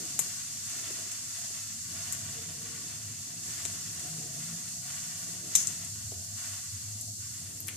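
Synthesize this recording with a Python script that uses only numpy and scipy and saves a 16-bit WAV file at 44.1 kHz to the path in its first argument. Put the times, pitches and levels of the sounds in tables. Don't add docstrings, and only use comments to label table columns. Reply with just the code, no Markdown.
import sys
import numpy as np
from scipy import signal
from scipy.fft import rfft, irfft
from scipy.io import wavfile
from scipy.ndimage import uniform_filter1d

SR = 44100
rng = np.random.default_rng(int(sys.argv[2]) if len(sys.argv) > 2 else 0)


def digitize_waveform(pressure):
    field = np.atleast_2d(pressure).T
    bounded = np.clip(field, -1, 1)
    quanta = np.round(bounded * 32767).astype(np.int16)
    wavfile.write(sys.argv[1], SR, quanta)


N = 342216
TIME = np.arange(N) / SR
FREQS = np.arange(N // 2 + 1) * SR / N


def undb(db):
    return 10 ** (np.asarray(db) / 20)


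def unit(x):
    return x / np.sqrt(np.mean(x ** 2))


def colour(points):
    hz, db = np.transpose(points)
    response = undb(np.interp(np.log(FREQS + 1), np.log(hz), db))
    return response * np.minimum(FREQS / hz[0], 1) ** 2


def resonance(hz, width):
    return 1j * FREQS * width / (hz ** 2 - FREQS ** 2 + 1j * FREQS * width)


def shape(x, response):
    return irfft(rfft(x) * response, N)


def above(x, hz):
    return shape(x, 1 - 1 / (1 + (FREQS / hz) ** 10))


def noise(likeness=0., pan_db=0.):
    mid, side = rng.standard_normal((2, N))
    c = np.clip(likeness, -1, 1)
    mid = mid * np.sqrt((1 + c) / 2)
    side = side * np.sqrt((1 - c) / 2)
    return np.array([mid + side, mid - side]) * undb([[pan_db / 2], [-pan_db / 2]])


def flicker(rate, depth_db):
    wander = unit(shape(rng.standard_normal(N), np.exp(-(FREQS / rate) ** 2)))
    return undb(depth_db * wander)


def steady(x, seconds):
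    power = uniform_filter1d(np.mean(x ** 2, axis=0), int(seconds * SR), mode="wrap")
    return x / np.sqrt(power)


def fade(start, t60):
    age = TIME - start
    return (age >= 0) * np.exp(-np.log(1000) * np.clip(age / t60, 0, 10))


def bell(centre, half):
    return np.exp(-((TIME - centre) / half) ** 2 / 2)


def curve(points):
    return undb(np.interp(TIME, *np.transpose(points)))


def echo_response(envelope, pan_db=0.):
    return rfft(unit(noise(pan_db=pan_db) * envelope)) / np.sqrt(N)


def standing(depth, t60):
    return 1 + depth * echo_response(fade(0, t60))


def burner():
    flow = surges()
    shade_db, treble_shade_db = hands()
    jet_db, jet_share = -38.5, 0.3
    jet_sag, treble_sag, flame_sag = 0.44, 0.21, 0.78
    gas = jet()
    treble = above(gas, 8000)
    hiss = (gas - treble) * undb(-jet_sag * TIME - shade_db)
    hiss = hiss + treble * undb(-treble_sag * TIME - treble_shade_db)

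    low_share, high_share = 1.135, 0.9
    flame_db = -55.5
    flame_flow = flow - lulls()
    fire = flame()
    bright = above(fire, 2070)
    rush = (fire - bright) * undb(low_share * flame_flow) + bright * undb(high_share * flame_flow)
    return undb(jet_db + jet_share * flow) * hiss + undb(flame_db - flame_sag * TIME) * rush + hollow()


def surges():
    # (start [s], rise [dB], hold [s])
    gas_surges = [(-0.1, 4, 0.093), (0.154, 3.5, 0.059), (0.623, 6.5, 0.26), (1.277, 4.5, 0.083),
                  (1.87, 6.5, 0.43), (2.587, 4, 0.34), (3.408, 8.5, 0.22), (3.905, 3.5, 0.36),
                  (4.35, 4.5, 0.14), (4.814, 7, 0.33), (5.453, 8, 0.19), (6.318, 10.5, 0.077),
                  (7.144, 4, 0.29)]
    attack, release = 0.085, 0.35
    rise = 0
    for start, db, hold in gas_surges:
        age = TIME - start
        onset = np.clip(age / attack, 0, 1)
        ebb = np.exp(-np.maximum(age - attack - hold, 0) / release)
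        rise = rise + db * onset * ebb
    return rise


def hands():
    # (from [s], to [s], loss [dB], loss in the treble [dB])
    hand_passes = [(2.152, 3.418, 1.5, 1.5), (7.435, 7.9, 2.5, 0.2)]
    move = 0.033
    loss = 0
    for start, end, db, treble_db in hand_passes:
        cover = np.clip(np.minimum(TIME - start, end - TIME) / move + .5, 0, 1)
        loss = loss + np.outer([db, treble_db], cover)
    return loss


def lulls():
    # (time of return [s], time from first sinking to return [s], depth [dB of flow])
    flame_lulls = [(4.81, 0.093, 3), (6.36, 0.61, 1), (7.195, 0.23, 8), (7.67, 0.14, 3.5)]
    back = 0.014
    dip = 0
    for s, sink, db in flame_lulls:
        dip = dip + np.interp(TIME, [s - sink, s - sink / 2, s, s + back], [0, db, db, 0])
    return dip


def rings():
    # (pitch [Hz], width [Hz], lift [dB])
    metal_rings = [(2770, 90, 3), (3526, 70, 4), (4344, 80, 4), (5471, 60, 4.5), (6000, 30, 4),
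                   (6400, 50, 3), (7325, 70, 3), (7477, 45, 3), (9016, 70, 4)]
    return 1 + sum((undb(db) - 1) * abs(resonance(hz, width)) ** 2 for hz, width, db in metal_rings)


def jet():
    # (pitch [Hz], level per Hz [dB])
    left = [(2500, -40), (3600, -17.5), (4400, -7), (5600, -5), (6500, -3.5), (7400, 0.5), (8500, -3),
            (10500, -11), (12500, -15.5), (14300, -14.5)]
    right = [(2500, -25), (3600, -16.5), (4400, -7), (5600, -5), (6500, 2), (7300, -1), (8300, -8),
             (10500, -12), (12500, -17.5)]
    ripple = standing(depth=.2, t60=.12)
    response = np.array([colour(left), colour(right)]) * rings() * ripple
    return unit(shape(noise(likeness=-0.087), response)) * flicker(rate=15, depth_db=.35)


def flame():
    # (pitch [Hz], level per Hz [dB])
    flame_colour = [(780, -17), (930, -8), (1100, 2.5), (1450, 1.5), (2300, 0.5), (2800, 3), (3600, 0.5),
                    (6000, -18.5)]
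    response = colour(flame_colour) * rings()
    rush = 0
    for _ in range(2):
        part = shape(noise(likeness=0.69, pan_db=2.5), response * standing(depth=1.0, t60=0.069))
        rush = rush + part * flicker(rate=5.7, depth_db=5)
    return steady(rush, seconds=0.069) * flicker(rate=27, depth_db=1.1)


def hollow():
    # (pitch [Hz], level per Hz [dB])
    note_colour = [(480, -28), (570, -14), (625, 1), (685, 1.5), (722, 4), (770, -5.5), (860, -16),
                   (1100, -21)]
    # (time [s], level [dB])
    note_level = [(0, -57), (.3, -62.5), (.64, -69), (.75, -57.5), (1.0, -55.5), (1.25, -70.5), (1.42, -57),
                  (1.87, -69.5), (1.95, -59), (2.55, -61), (3.0, -63.5), (3.14, -67), (3.65, -58.5),
                  (3.87, -64), (4.0, -56), (4.7, -62.5), (5.7, -58), (6.02, -69), (6.2, -63), (6.5, -60.5),
                  (6.75, -75), (7.03, -57.5), (7.22, -76), (7.45, -64.5), (7.76, -67)]
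    response = colour(note_colour) * standing(depth=0.32, t60=0.18)
    note = shape(noise(likeness=0.53, pan_db=0.5), response)
    return curve(note_level) * steady(note, seconds=0.18) * flicker(rate=7.7, depth_db=1.5)


def ticks():
    # (time [s], level [dB], pitch [Hz],
    # crack re ping [dB], body re ping [dB], body pitch [Hz], ring re ping [dB])
    pan_ticks = [(0.1916, -16, 7300, -1, -6.5, 1800, -4), (0.1936, -18, 7950, -8, -19, 4200, -7),
                 (1.1166, -29.5, 7200, -9, -6, 3000, -5), (2.1247, -23.5, 7660, 1.5, -22, 4500, -12),
                 (3.6527, -20, 6850, -20, -6.5, 3060, -16), (3.9956, -32, 7400, -16, -10, 2980, -12),
                 (5.5531, -3.5, 6740, -15, -8, 4230, -22), (5.5586, -14, 6560, -2, -18, 3820, -19),
                 (5.672, -14.5, 7040, -27, -30, 4000, -26), (5.8476, -31, 7500, -16, -20, 4000, -12),
                 (7.0111, -30, 7400, 2, -20, 4000, -15)]
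    # (pitch [Hz], level [dB], t60 [s])
    pan_modes = [(6918, 0, 0.075), (8134, -9, 0.04), (9442, -16, 0.047), (11430, -12, 0.08),
                 (13510, -17, 0.025)]
    crack = snap(resonance(9200, width=6000) ** 2)
    ring = snap(sum(undb(db) * resonance(hz, np.log(1000) / np.pi / t60) for hz, db, t60 in pan_modes))
    spectrum = 0
    for s, db, hz, crack_db, body_db, body_hz, ring_db in pan_ticks:
        ping = snap(resonance(hz, width=3050) ** 2 * resonance(hz, width=6600))
        body = snap(resonance(body_hz, width=3000))
        tick = ping + undb(crack_db) * crack + undb(body_db) * body + undb(ring_db) * ring
        spectrum = spectrum + undb(db) * tick * np.exp(-2j * np.pi * FREQS * s)
    return kitchen(irfft(spectrum, N))


def snap(response):
    return response * np.sqrt(SR / 1000 / np.mean(abs(response) ** 2))


def kitchen(x):
    # (delay [s], left [dB], right [dB]),
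    # before the gains of the mix below
    arrivals = [(0, 0, -12), (.0006, -12, -15), (.0019, -12, -16), (.0031, -19, -13), (.0063, -13, -12),
                (.0086, -14, -14)]
    direct, *bounces = (undb([[left], [right]]) * np.exp(-2j * np.pi * FREQS * delay)
                        for delay, left, right in arrivals)
    scatter = echo_response(fade(0, t60=0.007))
    tail_envelope = fade(0.0018, t60=0.1) + undb(-2) * fade(0.00081, t60=0.45)
    tail = echo_response(tail_envelope, pan_db=10)
    return shape(x, undb(-1.5) * direct + undb(1.5) * scatter * sum(bounces) + undb(-6.5) * tail)


def sizzle():
    # (centre [s], half length [s], level [dB])
    centre, half, db = (5.598, 0.033, -30)
    low_ring = abs(resonance(hz=6450, width=1100) * resonance(hz=6800, width=4500))
    high_ring = .14 * abs(resonance(hz=9100, width=1200)) ** 2
    spit = unit(shape(noise(pan_db=-1.0), low_ring + high_ring))
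    return undb(db) * spit * bell(centre, half) * flicker(rate=450, depth_db=2.0)


def pod():
    # (time [s], level [dB], pitch [Hz], resonator width [Hz], t60 [s])
    husk_cracks = [(7.6042, -23, 12300, 3500, 0.003), (7.671, -28, 10500, 10000, 0.018),
                   (7.6828, -21, 8800, 7000, 0.006), (7.6866, -25, 2100, 1800, 0.008),
                   (7.68, -44, 2250, 1800, 0.4)]
    cracks = 0
    for s, db, hz, width, t60 in husk_cracks:
        grain = unit(shape(rng.standard_normal(N), resonance(hz, width) ** 2))
        cracks = cracks + undb(db) * fade(s, t60) * grain
    room = shape(cracks, echo_response(fade(0.0027, t60=0.075)))
    room = room * (TIME > husk_cracks[0][0])
    return cracks * undb([[0], [-8]]) + undb(-7) * room


def knocks():
    # (time [s], level before the filter [dB])
    bumps = [(0.191, -44), (0.902, -38), (1.503, -48), (3.652, -43), (6.12, -37)]
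    # (pitch [Hz], level [dB], t60 [s])
    bump_modes = [(340, -2.5, 0.042), (404, 0, 0.048), (470, 2, 0.013), (640, -5, 0.04)]
    blows = np.zeros(N)
    for s, db in bumps:
        for hz, mode_db, t60 in bump_modes:
            tone = np.sin(2 * np.pi * hz * (TIME - s) + rng.uniform(0, 2 * np.pi))
            blows += undb(db + mode_db) * fade(s, t60) * tone
    soft = signal.butter(2, [280, 800], "band", fs=SR, output="sos")
    room = undb(-7.5) * echo_response(fade(0.0084, t60=0.42))
    return shape(signal.sosfilt(soft, blows), undb([[-1.0], [-4.0]]) + room)


def rumble():
    # (pitch [Hz], width [Hz], level [dB])
    deep_modes = [(76.5, 29, -19), (94.3, 16, -2), (103.6, 14, 1)]
    middle_modes = [(134, 13, 0), (162, 16, 0), (176, 14, -7), (222, 14, -7)]
    # (pitch [Hz], level per Hz [dB])
    upper_colour = [(220, 2.5), (290, 9.5), (340, 6.5), (385, 2), (455, 2.5), (560, -8), (800, -17)]
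    # (time [s], level [dB])
    deep_level = [(0, -61), (.7, -57.5), (1.5, -60), (1.75, -54), (2.25, -50.5), (2.85, -57.5), (3.06, -47),
                  (3.3, -59.5), (3.65, -50.5), (4.4, -59), (5.75, -55.5), (5.98, -45.5), (6.58, -51.5),
                  (6.85, -44.5), (7.4, -51.5), (7.76, -49.5)]
    middle_level = [(0, -56), (.15, -52.5), (.35, -59.5), (1.6, -62), (2.3, -51.5), (3.0, -56.5),
                    (4.5, -52.5), (5.4, -55.5), (6.0, -56.5), (6.5, -64.5), (7.2, -58.5), (7.75, -56)]
    upper_level = [(0, -52.5), (.5, -72), (.95, -57), (1.4, -72), (1.72, -84), (1.93, -62.5), (2.4, -60),
                   (2.8, -58.5), (3.1, -64.5), (3.5, -61.5), (4.25, -56.5), (4.95, -72.5), (5.3, -58.5),
                   (5.6, -55.5), (6.0, -70), (6.6, -78.5), (7.25, -68.5), (7.6, -59.5)]
    out = 0
    for modes, level in ((deep_modes, deep_level), (middle_modes, middle_level)):
        power = sum(undb(db) ** 2 * abs(resonance(hz, width)) ** 4 for hz, width, db in modes)
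        boom = shape(noise(likeness=0.99, pan_db=0.8), np.sqrt(power))
        out = out + curve(level) * steady(boom, seconds=0.2)
    upper = unit(shape(noise(likeness=0.53, pan_db=3.3), colour(upper_colour)))
    return out + curve(upper_level) * upper * flicker(rate=25, depth_db=3.0)


def puffs():
    # (centre [s], half length [s], pitch [Hz], level [dB])
    soft_puffs = [(2.39, 0.036, 460, -56.5), (2.64, 0.14, 457, -61.5), (3.45, 0.11, 335, -66),
                  (4.24, 0.047, 448, -57.5)]
    out = 0
    for centre, half, hz, db in soft_puffs:
        breath = unit(shape(noise(likeness=0.56), resonance(hz, width=49) ** 2))
        out = out + undb(db) * bell(centre, half) * breath
    return out


def room_tone():
    # (pitch [Hz], level per Hz [dB])
    hum_colour = [(45, -10), (120, -2.5), (185, -3.5), (222, 2.5), (275, -4), (320, -15.5), (400, -55)]
    # (centre [s], half length [s], pitch [Hz], rms level [dB])
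    room_booms = [(4.145, 0.058, 158, -46.5), (4.276, 0.088, 136.6, -50), (4.515, 0.066, 164.4, -48),
                  (5.5, 0.3, 174.8, -56.5)]
    hum = undb(-59.5) * unit(shape(noise(likeness=0.78, pan_db=-1.0), colour(hum_colour)))
    for centre, half, hz, db in room_booms:
        phase = 2 * np.pi * np.cumsum(hz * flicker(rate=12.6, depth_db=0.14)) / SR
        hum = hum + undb(db) * np.sqrt(2) * np.sin(phase) * bell(centre, half)
    return hum


def scene():
    return burner() + ticks() + sizzle() + pod() + knocks() + rumble() + puffs() + room_tone()


def record(dry):
    ceiling, top_hz = 0.66, 14250
    rounded = dry / (1 + (dry / ceiling) ** 4) ** (1 / 4)
    return signal.sosfilt(signal.ellip(10, .2, 70, top_hz, fs=SR, output="sos"), rounded)


dry = scene()
out = record(dry)
digitize_waveform(out)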